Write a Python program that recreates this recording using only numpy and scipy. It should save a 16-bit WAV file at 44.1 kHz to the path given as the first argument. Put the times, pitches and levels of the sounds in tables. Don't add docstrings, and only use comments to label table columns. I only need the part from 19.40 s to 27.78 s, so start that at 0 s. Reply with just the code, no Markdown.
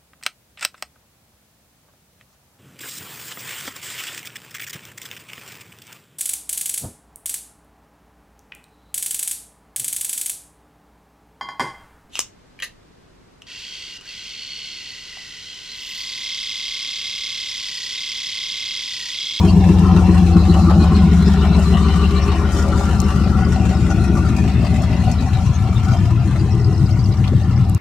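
import sys
import numpy as np
from scipy import signal
from scipy.fft import rfft, irfft, next_fast_len
from scipy.io import wavfile
from scipy.ndimage import uniform_filter1d, map_coordinates

SR = 44100
rng = np.random.default_rng(int(sys.argv[2]) if len(sys.argv) > 2 else 0)


def persist_wave(psi):
    counts = np.round(np.clip(psi, -1, 1) * 32767).astype(np.int16)
    wavfile.write(sys.argv[1], SR, np.atleast_2d(counts).T)


N = 369558
TIME = np.arange(N) / SR

# time in seconds, crankshaft turns a minute.
ENGINE_RPM = [(0.0, 941.7), (0.43, 931.6), (1.03, 861.3), (1.32, 854.0), (1.93, 787.9), (2.53, 803.6),
              (2.76, 788.9), (3.7, 780.8), (4.19, 795.0), (4.45, 776.0), (5.08, 790.6), (6.11, 829.6),
              (6.34, 863.8), (7.65, 921.0), (8.38, 925.5)]
# time in seconds, bearing (angle off the car's nose) in degrees, distance in metres.
WALK = [(0, 94, 4.2), (.6, 78.8, 4), (2.4, 67, 4.4), (3.5, 51, 3.75), (4.7, 39.1, 5.1), (6, 25.1, 5.3),
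        (8.38, 7.2, 8.8)]
VIEW_EDGES = [(72.43, 1.1), (60.64, 2.2), (42.5, 1.8), (24.94, 1.4)]
PUFF_STRENGTHS = [
    [.02, 0.8, 0.55, 1.15, 0.044, 1.2, 1.88, 1.6],
    [1.15, 0.13, 0.64, 0.6, .02, 0.83, 1.63, 1.64],
    [0.5, 0.88, 1.35, 1.5, 1.23, 0.58, 0.51, 0.61],
    [0.77, 0.54, .45, 0.54, .83, 1.38, 1.3, 1.1],
    [1.4, 1, 0.14, 0.73, .02, 1.45, 1.4, 1.04],
]
# its bank's place in car widths, shift in ms.
PIPE_RUNS = [(-.5, .3), (.5, 1.1), (-.5, -.5), (-.5, .2), (.5, -.2), (-.5, .25), (.5, -.5), (.5, -.9)]
# shift in ms, lag between the two cylinder banks in ms.
ARRIVALS = [(-15.3, -4.6), (-11.1, .3), (-11.3, -5.1), (-8.2, .55), (3.9, 8.75)]
DRONE_LEVELS = {"low drone": (-24, -31.5, -29, -36, -28), "main drone": (-17, -17, -23, -22.5, -25.5),
                "high drone": (-24.5, -25.5, -24.5, -25.5, -21.5)}
PIPE_TONES = {"throb": (117, 44, 1.1, 6.5, 0.62, -28, -28, -21, -20, -17.5),
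              "bark": (178, 23.5, 0.3, 7, 0.51, -13, -11.5, -20, -21, -25.5),
              "burble": (197, 10, 0.8, 0.5, -4.5, -21.5, -19, -25, -32, -33.5),
              "gurgle": (237.5, 24, 1.5, -0.5, 1, -39, -46, -35.5, -29.5, -53),
              "growl": (328.5, 35, 1.6, 6.5, 0.59, -26.5, -35.5, -34.5, -37, -39),
              "rasp": (398.5, 23.5, 1.3, 7.5, 0.66, -30.5, -31, -36, -36.5, -48.5),
              "snarl": (479, 105, 1.5, 5, 1.3, -37.5, -49, -38.5, -45.5, -59)}
LOPE = [(1.08, -0.21), (1.15, -0.12), (0.44, 0.39), (0.62, -0.21), (1.04, -0.14)]
# tone, bearing and half width in degrees, change in dB.
TAILPIPE_LOBES = [("high drone", 75, 4.2, 4.4), ("throb", 56.2, 6.1, -6), ("bark", 60.6, 10.5, -8),
                  ("bark", 26, 2.4, -5.5), ("burble", 85, 7.2, -13), ("burble", 62.2, 6, -8),
                  ("burble", 29, 1.2, -6), ("growl", 74, 4.6, 2.2), ("growl", 39, 3.6, 8.9),
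                  ("growl", 26, 2.4, -19), ("growl", 16.6, 3.7, 7.4), ("growl", 57, 3.7, 3.4),
                  ("growl", 6, 3.7, -4.5), ("rasp", 75.2, 2.5, -7.5), ("rasp", 57.4, 6.1, 4.5),
                  ("rasp", 28.2, 4.5, -10.5), ("rasp", 16.1, 1.7, 15)]
# pitch in Hz, width in Hz, boost in dB,
# bearing of the beam in degrees, extra dB there.
BAY_RESONANCES = [(567, 34, 5.5, 50, 7.5), (761.3, 46, 11, 23, 3.5), (970, 54, 1.5, 89.7, 22),
                  (1065, 100, 4, 84.5, 11), (1174, 38, 6.5, 57.5, 13.5), (1358, 91, 8, 50.5, 8),
                  (1450, 64, -0.5, 70, 8.5), (1472, 77, 9, 43.5, 11.5), (1897, 420, 5, 32, 4),
                  (2620, 340, 1.5, 35, 6), (2743, 170, 5, 85.1, 13), (2960, 270, 0.5, 65.1, 10),
                  (4070, 260, 3.5, 70.5, 9.5), (5120, 590, -1, 14, -7)]
# frequency in Hz, relative level in dB.
MOAN_SPECTRUM = [(400, -20), (510, -12), (600, -2), (700, 1), (800, -3.5), (900, -6.5), (1050, -38),
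                 (1500, -79)]
WHIRR_SPECTRUM = [(700, -36), (900, 15.5), (1000, 15), (1300, 12), (1480, 4), (1580, -24), (2400, -52)]
HISS_SPECTRUM = [(1000, -70), (1600, 5.5), (2300, 4.5), (3300, 2.5), (4500, 1.5), (5500, 1.5), (6400, -22),
                 (8500, -21)]
AIR_SPECTRUM = [(3410, -35), (5800, -0.5), (8150, -3), (11300, -15), (13900, -19), (15800, -42)]
# frequency in Hz, likeness from 0 to 1.
STEREO_LIKENESS = [(60, 0.89), (130, 0.84), (290, 0.49), (640, 0.91), (1410, 0.72), (3100, 0.54),
                   (6820, 0.1), (15000, 0.01)]
# time in seconds, base level in dB.
MOAN_LEVEL = [(0, -31), (.8, -32.5), (1.35, -29.5), (1.8, -37), (2.1, -31.5), (2.65, -37.5), (3.35, -31),
              (3.7, -36.5), (4.1, -31.5), (5, -35.5), (5.6, -31), (6.2, -37), (8.38, -40.5)]
WHIRR_LEVEL = [(0, -30), (.25, -39.5), (.55, -27), (.8, -36), (1.3, -31), (1.85, -35), (2.3, -30.5),
               (4, -32), (4.3, -37.5), (4.65, -33), (5.2, -39.5), (6.5, -38), (7, -41), (8.38, -41.5)]
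TAPPET_LEVEL = [(4.5, -45), (6.3, -49), (6.5, -39.5), (6.9, -57), (7.25, -38.5), (7.7, -39), (7.95, -54),
                (8.15, -42), (8.38, -53)]
# time in seconds, boost in dB, half length in seconds.
MIDRANGE_SWELLS = [(0.576, 4, 0.04), (1.16, 3, 0.031), (1.32, 6, 0.0075), (1.455, 8, 0.04),
                   (3.412, 10, 0.0039), (4.313, 1, 0.0046), (5.68, 3, 0.006), (6.277, 3, .03),
                   (6.506, 6, .05)]
VALVES_DB = [2, 0, -10, -9.5, -14, 0.5, -3.5, -14]
# time in seconds, pitch in Hz, level in dB.
CHIRPS = [(0.09, 2800, -33), (0.099, 4480, -34), (0.782, 2720, -35.5), (1.0, 4100, -39),
          (1.105, 4100, -32.5), (1.146, 2900, -34), (1.43, 4120, -34), (1.562, 4220, -33),
          (1.575, 2850, -43), (1.873, 5050, -35.5), (2.038, 2980, -33), (2.381, 2950, -39),
          (2.147, 4040, -33.5), (2.646, 2780, -30.5), (2.775, 4070, -32.5), (2.834, 5570, -35.5),
          (4.513, 6000, -37.5), (4.835, 1450, -33), (4.865, 1370, -30.5), (5.57, 2800, -47),
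          (5.65, 2860, -42.5), (5.801, 3930, -39), (5.95, 3970, -37.5), (6.153, 6340, -38.5),
          (6.372, 3620, -37), (7.001, 4700, -41)]
# start in seconds, level in dB, pitch in Hz, seconds to fade by 20 dB.
SCUFFS = [(0.391, -35, 7160, 0.014), (1.297, -25, 1280, 0.034), (2.189, -40.5, 6760, 0.41),
          (3.12, -34.5, 6760, 0.075), (3.171, -34, 5830, 0.1), (3.225, -31, 5900, .012),
          (3.285, -40, 7000, 0.027), (3.602, -20, 5900, 0.0089), (3.617, -22, 7400, 0.0015),
          (4.964, -37.5, 6900, 0.034), (5.42, -36.5, 6650, 0.039), (5.714, -32.5, 5970, 0.028),
          (5.809, -36, 5000, .025), (6.434, -44.5, 1500, 0.48), (6.483, -40, 4550, 0.081),
          (7.151, -44, 6950, 0.0051), (7.841, -29, 2660, 0.032), (7.875, -32.5, 3520, 0.03),
          (8.297, -28.5, 8500, 0.0029), (8.348, -21.5, 8000, 0.0024)]
# time in seconds, level in dB, pitch in Hz.
BUMPS = [(6.294, -19, 360), (7.921, -9.5, 220), (7.926, -12, 310), (7.936, -24, 286), (7.937, -21.5, 518)]
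# time in seconds, left minus right in dB (used less its average).
PHONE_TURN = [(0, 5), (.65, 6.5), (1.6, 4.5), (2.2, 6.5), (4.2, 7), (7.9, 6), (8.38, 4.5)]
# frequency in Hz, left minus right in dB.
MIC_BALANCE = [(60, 2.5), (110, 5.5), (200, 4), (380, 2.5), (700, 2), (1290, 5), (2380, 2), (4400, 5),
               (8120, 4.5), (15000, -12.5)]

CYLINDERS = 8
DRONE_ORDERS = (8, 11, 13)
NEAR_M, HISS_DB, AIR_DB = 3.62, -36.5, -44.5
BEAM_DEGREES, DRIFT_DB = 7.3, 3.5
TOP_HZ = 15850


def amp(db):
    return np.exp(np.asarray(db) * (np.log(10) / 20))


def unit(x):
    return x / np.sqrt(np.mean(x ** 2) + 1e-20)


def smooth(x, size):
    return uniform_filter1d(uniform_filter1d(x, size), size)


def steady(x):
    return x / np.sqrt(np.abs(smooth(x * x, SR // 4)) + 1e-20)


def along(points, hz):
    freqs, values = np.transpose(points)
    return np.interp(np.log(hz + 1), np.log(freqs + 1), values)


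def curves(rows, at=TIME):
    times, *columns = np.transpose(rows)
    return np.array([np.interp(at, times, column) for column in columns])


def wobble(rate):
    return map_coordinates(rng.standard_normal(int(N * rate / SR) + 4), [TIME * rate])


def filtered(x, response):
    size = next_fast_len(N + SR // 2, True)
    return irfft(rfft(x, size) * response(np.fft.rfftfreq(size, 1 / SR)), size)[..., :N]


def resonance(f, hz, width):
    return 1j * f * width / (hz * hz - f * f + 1j * f * width)


def bell(f, hz, width):
    return 1 / (1 + (2 * (f - hz) / width) ** 2)


def lobe(x, centre, half, db):
    return db * np.exp(-((x - centre) / half) ** 2)


def views(bearing):
    passed = [.5 + .5 * np.tanh((edge - bearing) / blend) for edge, blend in VIEW_EDGES]
    return -np.diff(passed, axis=0, prepend=1, append=0)


def tone_gain(tone, view_db, bearing):
    lobes_db = sum(lobe(bearing, *row) for name, *row in TAILPIPE_LOBES if name == tone)
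    return amp(np.dot(view_db, views(bearing)) + lobes_db)


def firings(cycle, scatter, jitter_ms):
    firing = np.arange(int(cycle[-1] * CYLINDERS))
    cylinder = firing % CYLINDERS
    size_luck, time_luck = rng.standard_normal((len(firing), 2)).T
    fired_s = np.interp(firing / CYLINDERS, cycle, TIME)
    view = views(curves(WALK, fired_s)[0])
    strength = (np.transpose(PUFF_STRENGTHS) @ view)[cylinder, firing] + scatter * size_luck
    bank, run_ms = np.array(PIPE_RUNS)[cylinder].T
    view_ms, lag_ms = np.transpose(ARRIVALS) @ view
    heard_s = fired_s + (run_ms + view_ms + bank * lag_ms + jitter_ms * time_luck) / 1000
    return np.bincount(np.clip(heard_s * SR, 0, N - 1).astype(int), strength, N)


def pipe(x, hz, width):
    return filtered(x, lambda f: resonance(f, hz, width) ** 2)


def in_step(x, cycle, order):
    spin = np.exp(2j * np.pi * order * cycle)
    phase = smooth(x / spin, SR // 2)
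    return np.sqrt(2) * np.real(spin * phase) / np.abs(phase)


def drone(puffs, cycle, bearing):
    boom = pipe(puffs, hz=72.7, width=19)
    tones = sum(tone_gain(name, view_db, bearing) * in_step(boom, cycle, order)
                for (name, view_db), order in zip(DRONE_LEVELS.items(), DRONE_ORDERS))
    return tones + amp(-29.5) * steady(boom)


def exhaust(cycle, bearing):
    puffs = firings(cycle, scatter=0.17, jitter_ms=0.094)
    trails = signal.lfilter([1], [1, -np.exp(-1 / (0.01 * SR))], puffs)
    gas = unit(trails * rng.standard_normal(N))
    out = drone(puffs, cycle, bearing)
    share, late = np.transpose(LOPE)
    swing = (share * np.exp(-2j * np.pi * late)) @ views(bearing) * np.exp(2j * np.pi * cycle)
    for name, (hz, width, gas_share, swell_db, peak, *view_db) in PIPE_TONES.items():
        lope = amp(swell_db * np.real(swing * np.exp(-2j * np.pi * peak)))
        ring = pipe(unit(puffs) + gas_share * gas, hz, width)
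        out += tone_gain(name, view_db, bearing) * steady(lope * ring)
    return filtered(out, lambda f: amp(along([(430, 1), (510, -2.0), (900, -34)], f)))


def bay_noise(spectrum, bearing, patchy_db):
    freqs, times, cells = signal.stft(rng.standard_normal((2, N)), SR, nperseg=1024)

    def patches(bands, frames):
        field = uniform_filter1d(rng.standard_normal(cells.shape[1:]), bands, axis=0)
        return unit(uniform_filter1d(field, frames, axis=1))

    def colour(f):
        peaks_db = sum(db * bell(f, hz, width) for hz, width, db, *_ in BAY_RESONANCES)
        spread = np.arccos(np.clip(along(STEREO_LIKENESS, f), 0, 1)) / 2
        return amp(along(spectrum, f) + peaks_db) * [np.cos(spread), np.sin(spread)]

    heard_from = np.interp(times, TIME, bearing)
    beams_db = sum(np.outer(bell(freqs, hz, width), lobe(heard_from, aim, BEAM_DEGREES, db))
                   for hz, width, _, aim, db in BAY_RESONANCES)
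    gain_db = beams_db + patchy_db * patches(7, 4) + DRIFT_DB * patches(2, 30)
    pair = signal.istft(cells * amp(gain_db), nperseg=1024)[1][:, :N]
    mid, side = filtered(pair, colour)
    return unit(np.array([mid + side, mid - side]))


def engine_bay(cycle, bearing, distance):
    far_db = 20 * np.log10(NEAR_M / distance)
    lope = lambda peak: np.cos(2 * np.pi * (cycle - peak))
    stroke = np.floor(cycle * CYLINDERS).astype(int)
    ticks = np.exp(-(cycle * CYLINDERS - stroke) / 0.74) * rng.exponential(1, stroke[-1] + 1)[stroke]
    ticks = np.minimum(ticks, 2) - np.mean(ticks)
    swell_db = sum(lobe(TIME, when, half, db) for when, db, half in MIDRANGE_SWELLS)
    puff_db = lobe(cycle % 1, centre=0.834, half=0.086, db=3.7) + 2.1 * lope(1.0) - 1
    moan_db = curves(MOAN_LEVEL) + swell_db + puff_db + ticks
    moan = amp(moan_db) * steady(bay_noise(MOAN_SPECTRUM, bearing, patchy_db=3))
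    whirr_db = curves(WHIRR_LEVEL) + swell_db + 0.44 * lope(0.53) + 2 * ticks
    whirr = amp(whirr_db) * steady(bay_noise(WHIRR_SPECTRUM, bearing, patchy_db=3.5))
    grille_db = lobe(bearing, centre=29, half=8.8, db=1)
    wheel_arch_db = lobe(bearing, centre=64.6, half=7.8, db=2.1)
    hiss_db = HISS_DB + far_db + grille_db + wheel_arch_db
    hiss_db += 0.3 * swell_db + 0.43 * lope(0.72) + 2.75 * ticks
    hiss = amp(hiss_db) * bay_noise(HISS_SPECTRUM, bearing, patchy_db=3)
    air_db = AIR_DB + far_db + 1.7 * wobble(22) + 3.2 * ticks
    air = amp(air_db) * bay_noise(AIR_SPECTRUM, bearing, patchy_db=1.5)
    return moan + whirr + hiss + air


def tappets(cycle, hz, width_hz, decay_s, octaves):
    stroke = np.floor(cycle * CYLINDERS).astype(int)
    age = (TIME - TIME[np.searchsorted(stroke, stroke)]) / decay_s
    size, pitch = rng.standard_normal((stroke[-1] + 1, 2))[stroke].T
    strength_db = np.array(VALVES_DB)[stroke % CYLINDERS] + 3 * np.clip(size, -2, .6)
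    flutter = unit(filtered(rng.standard_normal((2, N)), lambda f: bell(f, 0, width_hz)))
    ring = unit(flutter * np.sin(2 * np.pi * np.cumsum(hz * 2 ** (octaves * pitch)) / SR))
    return amp(curves(TAPPET_LEVEL) + strength_db) * age * np.exp(1 - age) * ring


def lot_rumble():
    hz_and_db = [(10, -18), (25, -6.5), (40, -7.5), (90, -7), (250, -8.5), (600, -43), (2000, -85)]
    mid, side = filtered(rng.standard_normal((2, N)), lambda f: amp(along(hz_and_db, f)))
    return amp(-30 + 1.6 * wobble(3)) * unit(np.array([mid + .2 * side, mid - .2 * side]))


def loose_sand(per_second, spread_db):
    chance = rng.random((int(per_second * N / SR), 3))
    ticks = np.zeros((2, N))
    starts = (chance[:, 0] * (N - 1)).astype(int)
    ticks[:, starts] = amp(spread_db * chance[:, 1:].T ** 3)
    return unit(filtered(ticks, lambda f: resonance(f, hz=7100, width=5000) ** 2))


def short_chirps(half_s, width_share, faint_per_s, faint_hz, faint_db):
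    out, t = np.zeros((2, N + SR)), np.arange(-SR // 20, SR // 20) / SR
    f = np.fft.rfftfreq(len(t), 1 / SR)
    chance = rng.standard_normal((int(faint_per_s * N / SR), 2))
    times = (np.arange(len(chance)) + rng.random(len(chance))) / faint_per_s
    faint = [(when, faint_hz * 2 ** (0.21 * pitch), faint_db - 0.5 * softer)
             for when, (pitch, softer) in zip(times, chance)]
    for when, hz, db in CHIRPS + faint:
        noise = rng.standard_normal((2, len(t)))
        mid, side = irfft(rfft(noise) * bell(f, hz, width_share * hz), len(t))
        swell = np.exp(-(t / half_s) ** 2)
        burst = unit(np.array([mid + .5 * side, mid - .5 * side]) * swell) * np.sqrt(np.mean(swell ** 2))
        start = max(round((when + t[0]) * SR), 0)
        out[:, start:][:, :len(t)] += amp(db) * burst
    return out[:, :N]


def shoe_scuffs():
    out, t = np.zeros((2, N + SR)), np.arange(SR // 4) / SR
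    f = np.fft.rfftfreq(len(t), 1 / SR)
    for start, db, hz, fade_s in SCUFFS:
        noise = rng.standard_normal((2, len(t)))
        grains = noise * amp(4 * np.repeat(rng.standard_normal(len(t)), SR // 1000)[:len(t)])
        crunch = unit(irfft(rfft(grains) * resonance(f, hz, 0.6 * hz) ** 2, len(t)))
        out[:, round(start * SR):][:, :len(t)] += amp(db - 20 * t / fade_s) * crunch
    return out[:, :N]


def hand_bumps(half_s):
    return sum(amp(db) * np.sin(2 * np.pi * hz * (TIME - when)) * np.exp(-((TIME - when) / half_s) ** 2)
               for when, db, hz in BUMPS)


def scene():
    cycle = np.cumsum(curves(ENGINE_RPM)[0] / 120) / SR
    bearing, distance = curves(WALK)
    turn_db = curves(PHONE_TURN)[0]
    left_right = amp((turn_db - turn_db.mean()) * np.array([[.5], [-.5]]))
    car = exhaust(cycle, bearing) + engine_bay(cycle, bearing, distance)
    car += short_chirps(half_s=0.017, width_share=0.082, faint_per_s=2, faint_hz=4680, faint_db=-43)
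    car += tappets(cycle, hz=5190, width_hz=580, decay_s=0.0044, octaves=.09)
    sand = amp(-70) * loose_sand(per_second=30, spread_db=12)
    return car * left_right + sand + shoe_scuffs() + hand_bumps(half_s=0.0029) + lot_rumble()


def record(dry):
    def balance(f):
        gains = amp(along(MIC_BALANCE, f) * np.array([[.5], [-.5]]))
        return gains / gains.mean(axis=0)
    heard = filtered(dry, balance)
    rounded = heard / (1 + np.abs(heard) ** 8) ** (1 / 8)
    return filtered(rounded, lambda f: f < TOP_HZ)


dry = scene()
out = record(dry)
persist_wave(out)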